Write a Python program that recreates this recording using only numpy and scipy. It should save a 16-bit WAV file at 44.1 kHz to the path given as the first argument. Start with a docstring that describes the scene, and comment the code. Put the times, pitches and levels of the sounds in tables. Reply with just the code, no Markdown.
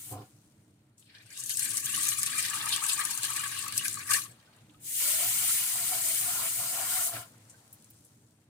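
"""In a kitchen, a tap is shut over a small steel saucepan, which is then drained through a hand into a steel sink.
The pan is filled again under the aerated jet and the tap is shut once more; the room rumbles throughout.
Jet, spray, foam and rumble are coloured noise; bubbles and drips are short ringing tones; drops are noise ticks.
The shutting valve makes the sink ring. A phone with two microphone ports stands close by."""
import sys
import numpy as np
from scipy import signal
from scipy.fft import rfft, irfft, next_fast_len
from scipy.io import wavfile
from scipy.ndimage import uniform_filter1d, map_coordinates

SR = 44100
rng = np.random.default_rng(int(sys.argv[2]) if len(sys.argv) > 2 else 0)


def int16_out(signal):
    """Quantize to a 16-bit WAV file."""
    q = np.round(np.clip(np.atleast_2d(signal).T, -1, 1) * 32767)
    wavfile.write(sys.argv[1], SR, q.astype(np.int16))


N = 374391  # length in samples

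# Loudness of the rumble of the room and the drumming sink: time_s, level_db
RUMBLE_LEVEL = [
    [(0.0, -59.5), (0.42, -62), (1.25, -64.5), (1.7, -55.5), (3.05, -58), (3.88, -55), (4.15, -57),
     (4.45, -63.5), (5.1, -59), (6.62, -56.5), (7.05, -59.5), (7.38, -64), (7.99, -62.5), (8.49, -63.5)],
]
# Colour of the rumble: pitch_hz, level_db (per Hz)
ROOM_COLOUR = [(13, -60), (22, -34), (75, -16), (90, -9.5), (108, 1.5), (178, -12), (238, -9), (265, -19),
               (305, -7), (345, -19.5), (443, -22), (494, -30), (600, -25), (780, -40), (1320, -120)]

# Loudness of the jet in each spell with the tap open: time_s, jet_db
TAP_OPEN = [
    [(0.0, -49), (0.126, -47), (0.172, -63.5), (0.3, -73)],
    [(4.8, -65), (4.86, -42), (4.98, -31.5), (5.06, -30), (5.35, -31), (5.51, -29), (5.62, -30.5),
     (5.76, -33.5), (6.0, -32), (6.09, -30.5), (6.25, -32.5), (6.85, -35), (6.94, -30.5), (7.074, -34),
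     (7.128, -44), (7.148, -42.5), (7.22, -48.5), (7.245, -60), (7.288, -62), (7.33, -74)],
]
# Water sloshing in the swirled pan: middle_s, half_length_s, gurgle_db, churning_db
SLOSHES = [(0.137, 0.046, -50.5, -64), (0.199, 0.07, -58, -62.5), (5.024, .03, -66.5, -55),
           (5.122, .08, -53, -65), (5.234, 0.082, -47.5, -54.5), (5.436, 0.032, -53, -52),
           (5.496, .03, -75, -45), (5.785, 0.081, -53, -49.5), (5.946, 0.061, -47, -48.5),
           (6.075, 0.083, -51, -64.5), (6.285, 0.075, -50, -49), (6.354, 0.064, -54, -47.5),
           (6.43, 0.089, -50, -47), (6.634, .08, -51, -49), (6.79, 0.11, -44, -46.5),
           (6.9, 0.1, -58.5, -46.5), (6.997, 0.063, -45.5, -42.5), (7.086, 0.042, -49.5, -52),
           (7.156, 0.053, -47, -45), (7.2, 0.07, -56, -54)]
# Pitch of the air in the swirled pan: time_s, pitch_hz
PAN_AIR_PITCH = [(0.3, 740), (5.0, 500), (5.1, 620), (5.2, 660), (5.28, 732), (5.74, 734), (6.1, 675.5),
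                 (6.25, 721), (6.58, 675), (6.89, 732), (7.3, 680)]
# Colour of the jet's hiss: pitch_hz, level_db (per Hz)
JET_COLOUR = [(2350, -26.5), (4000, -10.5), (4480, -18.5), (5580, -6.5), (6470, -1), (8700, 5),
              (12600, -0.5), (15200, 3), (16200, -30), (16500, -53)]
# Colour of the fine froth: pitch_hz, level_db (per Hz)
FROTH_COLOUR = [(1030, -31), (1750, -5.5), (2330, -0.5), (2620, -5), (2850, 0.5), (3410, -3), (5000, -0.5),
                (6500, -13), (11000, -120)]
# Colour of the churning water: pitch_hz, level_db
CHURN_COLOUR = [(600, -20), (880, -8), (1030, -4.5), (1220, -7.5), (1390, 3), (1500, -5), (1750, -7),
                (2200, -19.5)]
FROTH_DB, CHURN_DB, GURGLE_DB = -10, -22, -36  # each compared with the jet
DRY_S, POOL_S = 4.7, 5.0  # the pan is empty from, and holds a pool from
DRY_DB, DRY_FROTH_DB = -22, -1  # change of churning and gurgle, and of froth, while the pan is dry
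FROTH_SAG_DB_PER_S = 1.5  # froth sinks as the pool deepens
SLOSH_HELD, SLOSH_EDGE_DB = 0.33, 21  # share held at full level; fall over a half length
SLOSH_FROTH_DB = -2.5  # froth thrown up, compared with the churning

# Shudder of the shutting valve: start_s, level_db, held_s
VALVE_SHUDDERS = [(0.122, -35.5, 0.11), (7.146, -43.5, 0.056)]
# Ringing tones of the sink: pitch_hz, width_hz, level_db
SINK_TONES = [(113.4, 15, 10), (294, 30, -1), (395, 140, -6.5), (515, 13, -5.5), (738, 69, -8),
              (1100, 400, -15.5)]
VALVE_RISE_DB_PER_S, VALVE_SAG_DB_PER_S, VALVE_FALL_DB_PER_S = 1302, 86, 650.5

# Foam and dribble after each wetting: start_s, fizz_db, held_s, dribble_db
FOAM = [(0.26, -69, .06, -77), (1.14, -78, .4, -81), (4.29, -72.5, .6, -71), (7.26, -66.5, .7, -69.5)]
# Colour of the fizzing foam: pitch_hz, level_db (per Hz)
FIZZ_COLOUR = [(1760, -38), (3000, -11.5), (5700, -4), (9060, -1), (12100, -9), (15100, -8), (16200, -24.5),
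               (16500, -40)]
# Colour of the dribbling water: pitch_hz, level_db (per Hz)
DRIBBLE_COLOUR = [(260, -41), (450, -2.5), (958, -5.5), (1150, -8), (1300, -7), (3500, -14), (4550, -14),
                  (7700, -120)]
FOAM_RISE_S = 0.06  # time to rise by 20 dB
FIZZ_DB_PER_S, DRIBBLE_DB_PER_S, SEEP_DB = 23.5, 21.5, -80.5  # two rates of fall; steady dribble

# Steady strands of the draining water: time_s, spray_db, bubbling_db, largest_bubble_pitch_hz
POUR_STRANDS = [
    [(0.97, -83, -100, 3500), (0.982, -62.5, -80, 3500), (1.104, -75.5, -65.5, 1700),
     (1.29, -71, -68.5, 1700), (1.37, -51.5, -64, 1500), (1.48, -42, -70, 1250), (1.55, -38.5, -61.5, 1280),
     (1.62, -37.5, -50, 1370), (1.82, -40, -54.5, 1300), (1.92, -36.5, -47.5, 1236), (2.2, -36, -48, 1150),
     (2.326, -44, -51.5, 1100), (2.42, -37.5, -46.5, 1080), (2.6, -43.5, -45.5, 900),
     (2.82, -41, -47.5, 930), (3.1, -42, -51, 885), (3.4, -39, -46.5, 975), (3.67, -50.5, -51, 1050),
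     (3.8, -44.5, -51.5, 1150), (3.95, -44.5, -60.5, 1230), (4.085, -55.5, -61, 1300),
     (4.17, -31, -48.5, 1210), (4.25, -48.5, -55.5, 1200), (4.31, -67.5, -69, 1100),
     (4.46, -90.5, -77, 1000), (4.62, -95, -74.5, 1000)],
]
# Gushes through the fingers: peak_s, spray_db, bubbles_db, bubble_pitch_hz
GUSHES = [(1.17, -76, -59, 1800), (1.23, -68, -59, 2200), (1.32, -56.5, -57, 1710),
          (1.37, -53, -50.5, 3500), (1.4, -46.5, -62.5, 1150), (1.415, -49.5, -58, 1700),
          (1.504, -37.5, -45, 3250), (1.6, -37.5, -45, 2600), (1.66, -46, -32, 2300),
          (1.75, -42.5, -53, 1200), (1.77, -41, -42.5, 2190), (1.988, -41.5, -42.5, 1210),
          (2.042, -35.5, -36.5, 2800), (2.09, -49, -45.5, 2600), (2.28, -40, -41.5, 3180),
          (2.36, -34, -46, 1240), (2.4, -34, -39.5, 1800), (2.444, -40, -26.5, 2470),
          (2.54, -46, -38, 1060), (2.55, -39, -37.5, 1980), (2.58, -41, -38.5, 3500),
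          (2.656, -45.5, -37.5, 1050), (2.732, -33, -30, 3060), (2.83, -43, -36, 1010),
          (2.898, -32.5, -38, 3520), (3.0, -39.5, -38.5, 1150), (3.005, -43, -41, 1770),
          (3.064, -40, -47.5, 2500), (3.104, -41.5, -40.5, 1000), (3.12, -41.5, -39.5, 2600),
          (3.248, -36, -40.5, 3500), (3.312, -45, -40, 1150), (3.4, -41.5, -45, 1680),
          (3.43, -44, -42.5, 1150), (3.5, -40, -43.5, 1800), (3.592, -35, -39, 3200),
          (3.658, -61.5, -38.5, 1150), (3.77, -35, -40, 3500), (3.855, -33.5, -42, 1790),
          (3.9, -41, -43, 2800), (3.979, -49, -46, 1240), (4.005, -47, -43, 1980),
          (4.112, -38.5, -40.5, 1770), (4.122, -39, -35.5, 1190), (4.139, -27.5, -37.5, 2020)]
# Gobs of water hitting the sink: start_s, peak_db, body_db (body before its share in each bubble size)
SPLATS = [(1.4371, -27, -64), (1.4603, -23.5, -63), (1.494, -18, -35.5), (1.5703, -17, -47.5),
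          (1.5927, -21, -49), (1.707, -27, -35), (1.77, -16.5, -37.5), (1.858, -16.5, -37.5),
          (1.9476, -18, -34), (1.961, -20.5, -43.5), (2.0325, -22, -39), (2.069, -16, -45),
          (2.0883, -13, -47), (2.186, -24.5, -64), (2.231, -12.5, -32.5), (2.262, -17.5, -32),
          (2.328, -36.5, -38), (2.3869, -24, -39), (2.6583, -22.5, -45), (2.6866, -23, -33.5),
          (2.733, -30, -33), (2.7615, -15.5, -34.5), (2.837, -21, -37), (2.8638, -15.5, -44.5),
          (2.9325, -20.5, -49), (2.991, -22.5, -52), (3.0513, -14, -36), (3.1073, -22.5, -40),
          (3.1748, -19, -55.5), (3.231, -16.5, -30.5), (3.303, -25, -48.5), (3.3627, -24.5, -43.5),
          (3.4355, -32, -36), (3.681, -21, -39), (3.7235, -23.5, -46), (3.7775, -8, -42), (3.845, -26, -33),
          (3.881, -12, -42.5), (3.9414, -21, -47), (4.1065, -19.5, -26.5), (4.1364, -12, -21.5)]
# Colour of the spray: pitch_hz, level_db (per Hz)
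SPRAY_COLOUR = [(2530, -33), (4300, -9.5), (5450, -6.5), (6520, -2.5), (8450, 1.5), (9450, 0.5),
                (11900, -5), (15300, -12), (16200, -25), (16500, -52)]
# Band of the smallest bubbles, the beads: pitch_hz, level_db
BEAD_BAND = [(2300, -31.5), (2650, -3), (3000, -4), (4400, -3.5), (5400, -11), (6800, -30)]
# Band of the middling bubbles: pitch_hz, level_db
BUBBLE_BAND = [(1350, -22.5), (1500, -7.5), (1680, -2.5), (1970, -5.5), (2280, -4), (2450, -1), (2800, -32)]
# Band of the large bubbles, the glugs: pitch_hz, level_db
GLUG_BAND = [(900, -44.5), (1050, -10.5), (1140, 1), (1300, -3.5), (1500, -23)]
# Band of the largest bubbles, the deep glugs: pitch_hz, level_db
DEEP_BAND = [(650, -32.5), (780, -12), (890, -5), (990, -3), (1150, -46)]
# Typical pitch of beads, bubbles, glugs and deep glugs: pitch_hz
SIZE_HZ = (3540, 1830, 1200, 826)
# Level of the same four sizes compared with the bubbling: level_db
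SIZE_DB = (1.5, -0.5, -3.5, 0.5)
CUT_DB_PER_OCT = 70  # bubbles larger than the strands can trap fall away
GUSH_RISE_DB_PER_S, GUSH_FALL_DB_PER_S = 293, 205
GUSH_DB_PER_OCT, GUSH_LOW_CUT = 17, 2.43  # fall away from its pitch; that much faster below it
CRACK_DB, SPLAT_DB = -9, -15  # crack and spray of a gob, compared with its peak
CRACK_T60, SPLAT_T60, BODY_T60 = .007, 0.035, 0.15  # s to fall by 60 dB

# Drops ticking on the steel: start_s, level_db (before the band filter), centre_hz, fall_by_60_db_s
DROPS = [(0.9802, -53, 6930, 0.05), (1.0236, -50, 3260, 0.05), (1.1498, -41.5, 3650, 0.091),
         (1.1837, -48, 4650, 0.05), (1.3039, -43, 6170, 0.054), (1.3295, -40, 8950, 0.05),
         (1.3736, -34, 7530, 0.046), (1.3994, -32, 7700, 0.05), (4.5294, -54.5, 2690, 0.07),
         (4.5625, -55.5, 8890, 0.05), (4.5837, -54.5, 2930, 0.099), (4.6957, -49.5, 2970, 0.069),
         (4.7441, -50.5, 2930, 0.042), (7.4973, -45, 7720, 0.14), (7.7278, -43, 11200, 0.093),
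         (7.8436, -47.5, 7970, 0.046), (7.903, -45, 13550, 0.047), (8.0474, -51, 9140, 0.14)]
# Drips into standing water: start_s, peak_db, pitch_hz (at the start)
PLINKS = [(4.4727, -57.5, 1450), (4.7436, -57, 1220), (7.54, -56, 1506)]

# How alike the left and right ports hear: pitch_hz, likeness (0 to 1)
LIKENESS = [(30, 1), (100, 0.99), (260, 1), (430, 0.74), (900, 0.44), (1500, 0.18), (2500, 0.11),
            (16000, 0.062)]
# Left port compared with the right: pitch_hz, left_over_right_db
LEFT_LEAN = [(60, -7), (99, 0), (160, -0.5), (270, -0.5), (450, -1.5), (740, 1), (1220, 2.5), (2010, -0.5),
             (3330, 0.5), (5500, 2), (9080, 6), (15000, -1)]
LAG_S, TOP_HZ = .00012, 16050  # the right port hears later by this; band limit


def amp(db):
    """Turn decibels into a plain gain."""
    return 10 ** (np.asarray(db) / 20)


def unit(x):
    """Scale a sound to an average (rms) strength of one."""
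    return x / np.sqrt(np.mean(x ** 2) + 1e-20)


def along(points, hz):
    """Read a (pitch, value) curve on a log pitch axis."""
    f, v = np.transpose(points)
    return np.interp(np.log(hz + 1), np.log(f + 1), v)


def gains(spells):
    """One gain per sample for each column after the time; silent outside the spells."""
    t = np.arange(N) / SR
    total = 0
    for s, *columns in map(np.transpose, spells):
        total = total + amp([np.interp(t, s, column, -200, -200) for column in columns])
    return total


def wobble(rate):
    """A smooth random curve with this many random points a second."""
    knots = rng.standard_normal(int(N * rate / SR) + 4)
    return map_coordinates(knots, [np.arange(N) * rate / SR])


def swells(s, db, rise, fall, held=0):
    """Summed gains that rise to db at time s, hold, then fall, with slopes in dB a second."""
    t = np.arange(0, N / SR + .002, .001)[:, None]
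    power = amp(db - rise * np.maximum(s - t, 0) - fall * np.maximum(t - s - held, 0)) ** 2
    return np.interp(np.arange(N) / SR, t[:, 0], np.sqrt(power.sum(axis=1)))


def filtered(x, response):
    """Reshape a sound with a gain for each pitch."""
    m = next_fast_len(N + SR // 8, True)
    gain = np.asarray(response(np.fft.rfftfreq(m, 1 / SR)), np.complex64)
    return irfft(rfft(x.astype(np.float32), m) * gain, m)[..., :N]


def noise(spectrum, patchy_db):
    """Two unrelated coloured noises that share random louder and softer patches in time and pitch."""
    re, im = rng.standard_normal((2, 2, 129, N // 128 + 2), np.float32)
    field = rng.standard_normal(re.shape[1:])
    field = uniform_filter1d(uniform_filter1d(field, size=8, axis=0), size=8, axis=1)
    patches = (re + 1j * im) * amp(patchy_db * unit(field))
    pair = signal.istft(patches, window="cosine", nperseg=256)[1][:, :N]
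    return unit(filtered(pair, lambda hz: amp(along(spectrum, hz))))


def spatter(rate, spread_db, t60, bed):
    """Gain curve of random impacts: sudden rises that die away over a steady bed."""
    strength = amp(spread_db * np.minimum(rng.exponential(size=N), 3.5))
    hits = (rng.random(N) < rate / SR) * strength
    return unit(bed + signal.lfilter([1], [1, -amp(-60 / (t60 * SR))], hits))


def scattered(x, t60):
    """The sound itself, and an unrelated copy that has rattled round the sink."""
    t = np.arange(SR // 20) / SR
    tail = rng.standard_normal(len(t)) * amp(-60 * t / t60)
    return np.array([x, signal.oaconvolve(x, tail / np.linalg.norm(tail))[:N]])


def bubbles(count, hz, spread, cycles, spread_db, rise):
    """Bubbles: softly starting, dying tones whose pitch rises."""
    when, tone, size = rng.random((count, 3)).T[:, :, None]
    pitch = hz * np.exp(spread * (2 * tone - 1))
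    t = np.arange(int(2.2 * cycles / hz * SR)) / SR
    life = t * pitch / cycles
    strength = amp(spread_db * np.minimum(-np.log(1 - size), 2.8))
    fade = life * np.exp(-3 * life)
    ring = strength * fade * np.sin(2 * np.pi * pitch * t * (1 + rise * life))
    index = (when * N).astype(int) + np.arange(len(t))
    mixed = np.bincount(index.ravel(), ring.ravel(), N)[:N]
    return unit(scattered(mixed, t60=0.1))


def wet(spectrum, patchy_db, share, **grain):
    """Bubbles blended into noise, both kept to one band."""
    ringing = unit(filtered(bubbles(**grain), lambda hz: amp(along(spectrum, hz))))
    return unit(noise(spectrum, patchy_db) + share * ringing)


def drumming():
    """The room and the drumming sink rumble: low noise with a wavering level."""
    return gains(RUMBLE_LEVEL)[0] * amp(1.2 * wobble(9)) * noise(ROOM_COLOUR, patchy_db=1.0)


def pan_air():
    """Air in the swirled pan gurgles: a narrow band of noise whose pitch glides and wavers."""
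    t = np.arange(N) / SR
    pitch = np.interp(t, *np.transpose(PAN_AIR_PITCH)) * (1 + 0.032 * wobble(25))
    narrow = [(1, 11.5), (55, -0.5), (150, -14.5), (500, -28.5), (3000, -91.5)]  # offset_hz, level_db
    re, im = noise(narrow, patchy_db=1.0)
    carrier = np.exp(2j * np.pi * np.cumsum(pitch) / SR)
    return scattered(((re + 1j * im) * carrier).real, t60=0.22)


def tap():
    """The aerated jet hisses, froths and churns the water, and sets the air in the pan gurgling."""
    jet, t = gains(TAP_OPEN)[0], np.arange(N) / SR
    dry_pan = (t > DRY_S) & (t < POOL_S)
    pool = jet * amp(DRY_DB * dry_pan)
    filling_s = np.where(t > POOL_S, t - POOL_S, 2)  # before the pool: as if filled for 2 s
    foaming = jet * amp(FROTH_DB + DRY_FROTH_DB * dry_pan - FROTH_SAG_DB_PER_S * filling_s)

    s, half, gurgle_db, churn_db = np.transpose(SLOSHES)
    edge, held = SLOSH_EDGE_DB / half, SLOSH_HELD * half
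    slosh = swells(s - held, churn_db, edge, edge, 2 * held)
    slosh_gurgle = swells(s - held, gurgle_db, edge, edge, 2 * held)
    froth = np.hypot(foaming, amp(SLOSH_FROTH_DB) * slosh)
    churn = np.hypot(amp(CHURN_DB) * pool, slosh)
    gurgle = np.hypot(amp(GURGLE_DB) * pool, slosh_gurgle)

    patter = spatter(rate=1900, spread_db=-0.5, t60=0.0029, bed=6.5)
    hiss = noise(JET_COLOUR, patchy_db=1.08) * patter * amp(0.8 * wobble(15))
    fine = wet(FROTH_COLOUR, 2.0, share=0.44, count=2000, hz=2883, spread=0.498,
               cycles=32.0, spread_db=2.5, rise=0.046)
    coarse = wet(CHURN_COLOUR, 2.2, share=0.6, count=1000, hz=1230, spread=0.338,
                 cycles=12.8, spread_db=-1.0, rise=0.069)
    return jet * unit(hiss) + froth * fine + churn * coarse + gurgle * pan_air()


def modes(table):
    """Filter made of a few ringing tones with alternating signs."""
    def response(f):
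        total = 0
        for k, (c, w, db) in enumerate(table):
            total = total + (-1) ** k * amp(db) * 1j * f * w / (c * c - f * f + 1j * f * w)
        return total
    return response


def valve():
    """The shutting valve shakes the pipe: the sink rings unsteadily over a rattle, without deep bass."""
    t = np.arange(N) / SR
    ring = 0
    for hz, width, db in SINK_TONES:
        level = amp(db + 1.9 * wobble(width))
        ring = ring + level * np.sin(2 * np.pi * hz * t + 1.4 * wobble(width))
    rattle = filtered(rng.standard_normal(N), modes(SINK_TONES))
    s, db, held = np.transpose(VALVE_SHUDDERS)
    shudder = swells(s, db, VALVE_RISE_DB_PER_S, VALVE_FALL_DB_PER_S, held)
    since_start = (t - np.where(t < s.mean(), *s)).clip(0, 1)  # from the nearer of the two shudders
    shudder = shudder * amp(-VALVE_SAG_DB_PER_S * since_start)
    boom = shudder * unit(unit(ring) + 0.72 * unit(rattle))
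    # the basin gives off no deep bass
    return scattered(filtered(boom, lambda hz: (1j * hz / (60 + 1j * hz)) ** 2), t60=.03)


def foam():
    """Foam fizzes as crackling noise, and water dribbles off as lower noise."""
    s, fizz_db, held, dribble_db = np.transpose(FOAM)
    fizz = swells(s, fizz_db, 20 / FOAM_RISE_S, FIZZ_DB_PER_S, held)
    dribble = amp(SEEP_DB) + swells(s, dribble_db, 20 / FOAM_RISE_S, DRIBBLE_DB_PER_S, held / 2)
    crackle = spatter(rate=300, spread_db=3.5, t60=.006, bed=2.3)
    out = fizz * noise(FIZZ_COLOUR, patchy_db=1.0) * crackle
    return out + dribble * noise(DRIBBLE_COLOUR, patchy_db=1.5)


def strands():
    """Gains of the spray and of each size of bubble: the steady strands plus the gushes."""
    spray, bubbling, _ = gains(POUR_STRANDS)
    s, *_, hz = np.transpose(POUR_STRANDS[0])
    largest = np.interp(np.arange(N) / SR, s, np.log2(hz))  # pitch in octaves
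    s, spray_db, bubbles_db, hz = np.transpose(GUSHES)
    sizes = []
    for band, level in zip(SIZE_HZ, SIZE_DB):
        too_large = np.maximum(largest - np.log2(band), 0)
        steady = bubbling * amp(level - CUT_DB_PER_OCT * too_large)
        away = abs(np.log2(hz / band)) * np.where(hz > band, GUSH_LOW_CUT, 1)
        gush = swells(s, bubbles_db - GUSH_DB_PER_OCT * away, GUSH_RISE_DB_PER_S, GUSH_FALL_DB_PER_S)
        sizes.append(np.hypot(steady, gush))
    spray_gush = swells(s, spray_db, GUSH_RISE_DB_PER_S, GUSH_FALL_DB_PER_S)
    return np.hypot(spray, spray_gush), *sizes


def bursts(times, levels, t60, attack):
    """Gain curve of splashes that start at the given times (s) with the given levels (dB)."""
    out, t = np.zeros(N + SR), np.arange(SR // 5) / SR
    for s, db in zip(times, levels):
        out[round(s * SR):][:len(t)] += amp(db - 60 * t / t60) * (1 - np.exp(-t / attack))
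    return out[:N]


def pour():
    """Water breaks up on the fingers and spatters on the sink; thicker strands trap larger, deeper bubbles."""
    spray, beads, bubble, glug, deep = strands()
    lumps = spatter(rate=73, spread_db=3.0, t60=0.043, bed=2.1)
    gobs = spatter(rate=45, spread_db=0.5, t60=0.068, bed=1.1)
    fine = spatter(rate=810, spread_db=1.5, t60=0.0012, bed=2.25)

    s, db, body_db = np.transpose(SPLATS)
    cracks = bursts(s, db + CRACK_DB, CRACK_T60, attack=0.00097)
    splashes = bursts(s, db + SPLAT_DB, SPLAT_T60, attack=0.00065)
    body = bursts(s, body_db, BODY_T60, attack=0.0025)

    wash = (spray * unit(lumps * fine) + splashes + cracks) * noise(SPRAY_COLOUR, patchy_db=2.5)
    wash += (beads * gobs + 0.26 * body) * wet(
        BEAD_BAND, 0.7, share=1.0, count=1500, hz=3483, spread=0.413, cycles=30, spread_db=5.5, rise=.04)
    wash += (bubble * gobs ** 0.69 + 0.2 * body) * wet(
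        BUBBLE_BAND, 2.6, share=0.98, count=1100, hz=1904, spread=0.344, cycles=14.7, spread_db=2.0, rise=0.04)
    wash += glug * gobs ** .4 * wet(
        GLUG_BAND, 4.5, share=1.01, count=700, hz=1127, spread=0.1, cycles=10.5, spread_db=3.5, rise=0.018)
    wash += deep * gobs ** .4 * wet(
        DEEP_BAND, 1.6, share=1.1, count=700, hz=887, spread=.12, cycles=6.1, spread_db=4.0, rise=0.051)
    return wash + 0.11 * wash[::-1]  # the drain lies a little nearer the left port


def drops():
    """Single drops tick on the steel: short bursts of noise, each kept to a band."""
    out, t = np.zeros((2, N)), np.arange(SR // 8) / SR
    for s, db, hz, t60 in DROPS:
        tick = amp(db - 60 * t / t60) * rng.standard_normal((2, len(t)))
        band = signal.butter(2, [0.8 * hz, 1.28 * hz], "bandpass", fs=SR, output="sos")
        out[:, round(s * SR):][:, :len(t)] += signal.sosfilt(band, tick)
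    return out


def plinks():
    """A drip into standing water leaves one ringing bubble whose pitch rises."""
    out, t = np.zeros(N), np.arange(SR // 10) / SR
    for s, db, hz in PLINKS:
        fade = amp(db - 60 * t / 0.078) * (1 - np.exp(-t / .002))
        out[round(s * SR):][:len(t)] += fade * np.sin(2 * np.pi * hz * t * (1 + 1.7 * t))
    return scattered(out, t60=0.045)


def scene():
    """Add up all sources: one part common to both ports, one that sets them apart."""
    return drumming() + tap() + valve() + foam() + pour() + drops() + plinks()


def record(dry):
    """The ports hear the bass alike and the treble mostly unrelated, each with its own colour, up to a limit."""
    side = np.array([[1], [-1]])  # left, right

    def apart(hz):
        return np.tan(np.arccos(np.clip(along(LIKENESS, hz), 0, 1)) / 2)

    def port(hz):
        colour = amp(side * along(LEFT_LEAN, hz) / 2)
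        delay = np.exp(1j * np.pi * side * hz * LAG_S)
        return colour * delay * (hz < TOP_HZ)

    return filtered(dry[0] + side * filtered(dry[1], apart), port)


dry = scene()
out = record(dry)
int16_out(out)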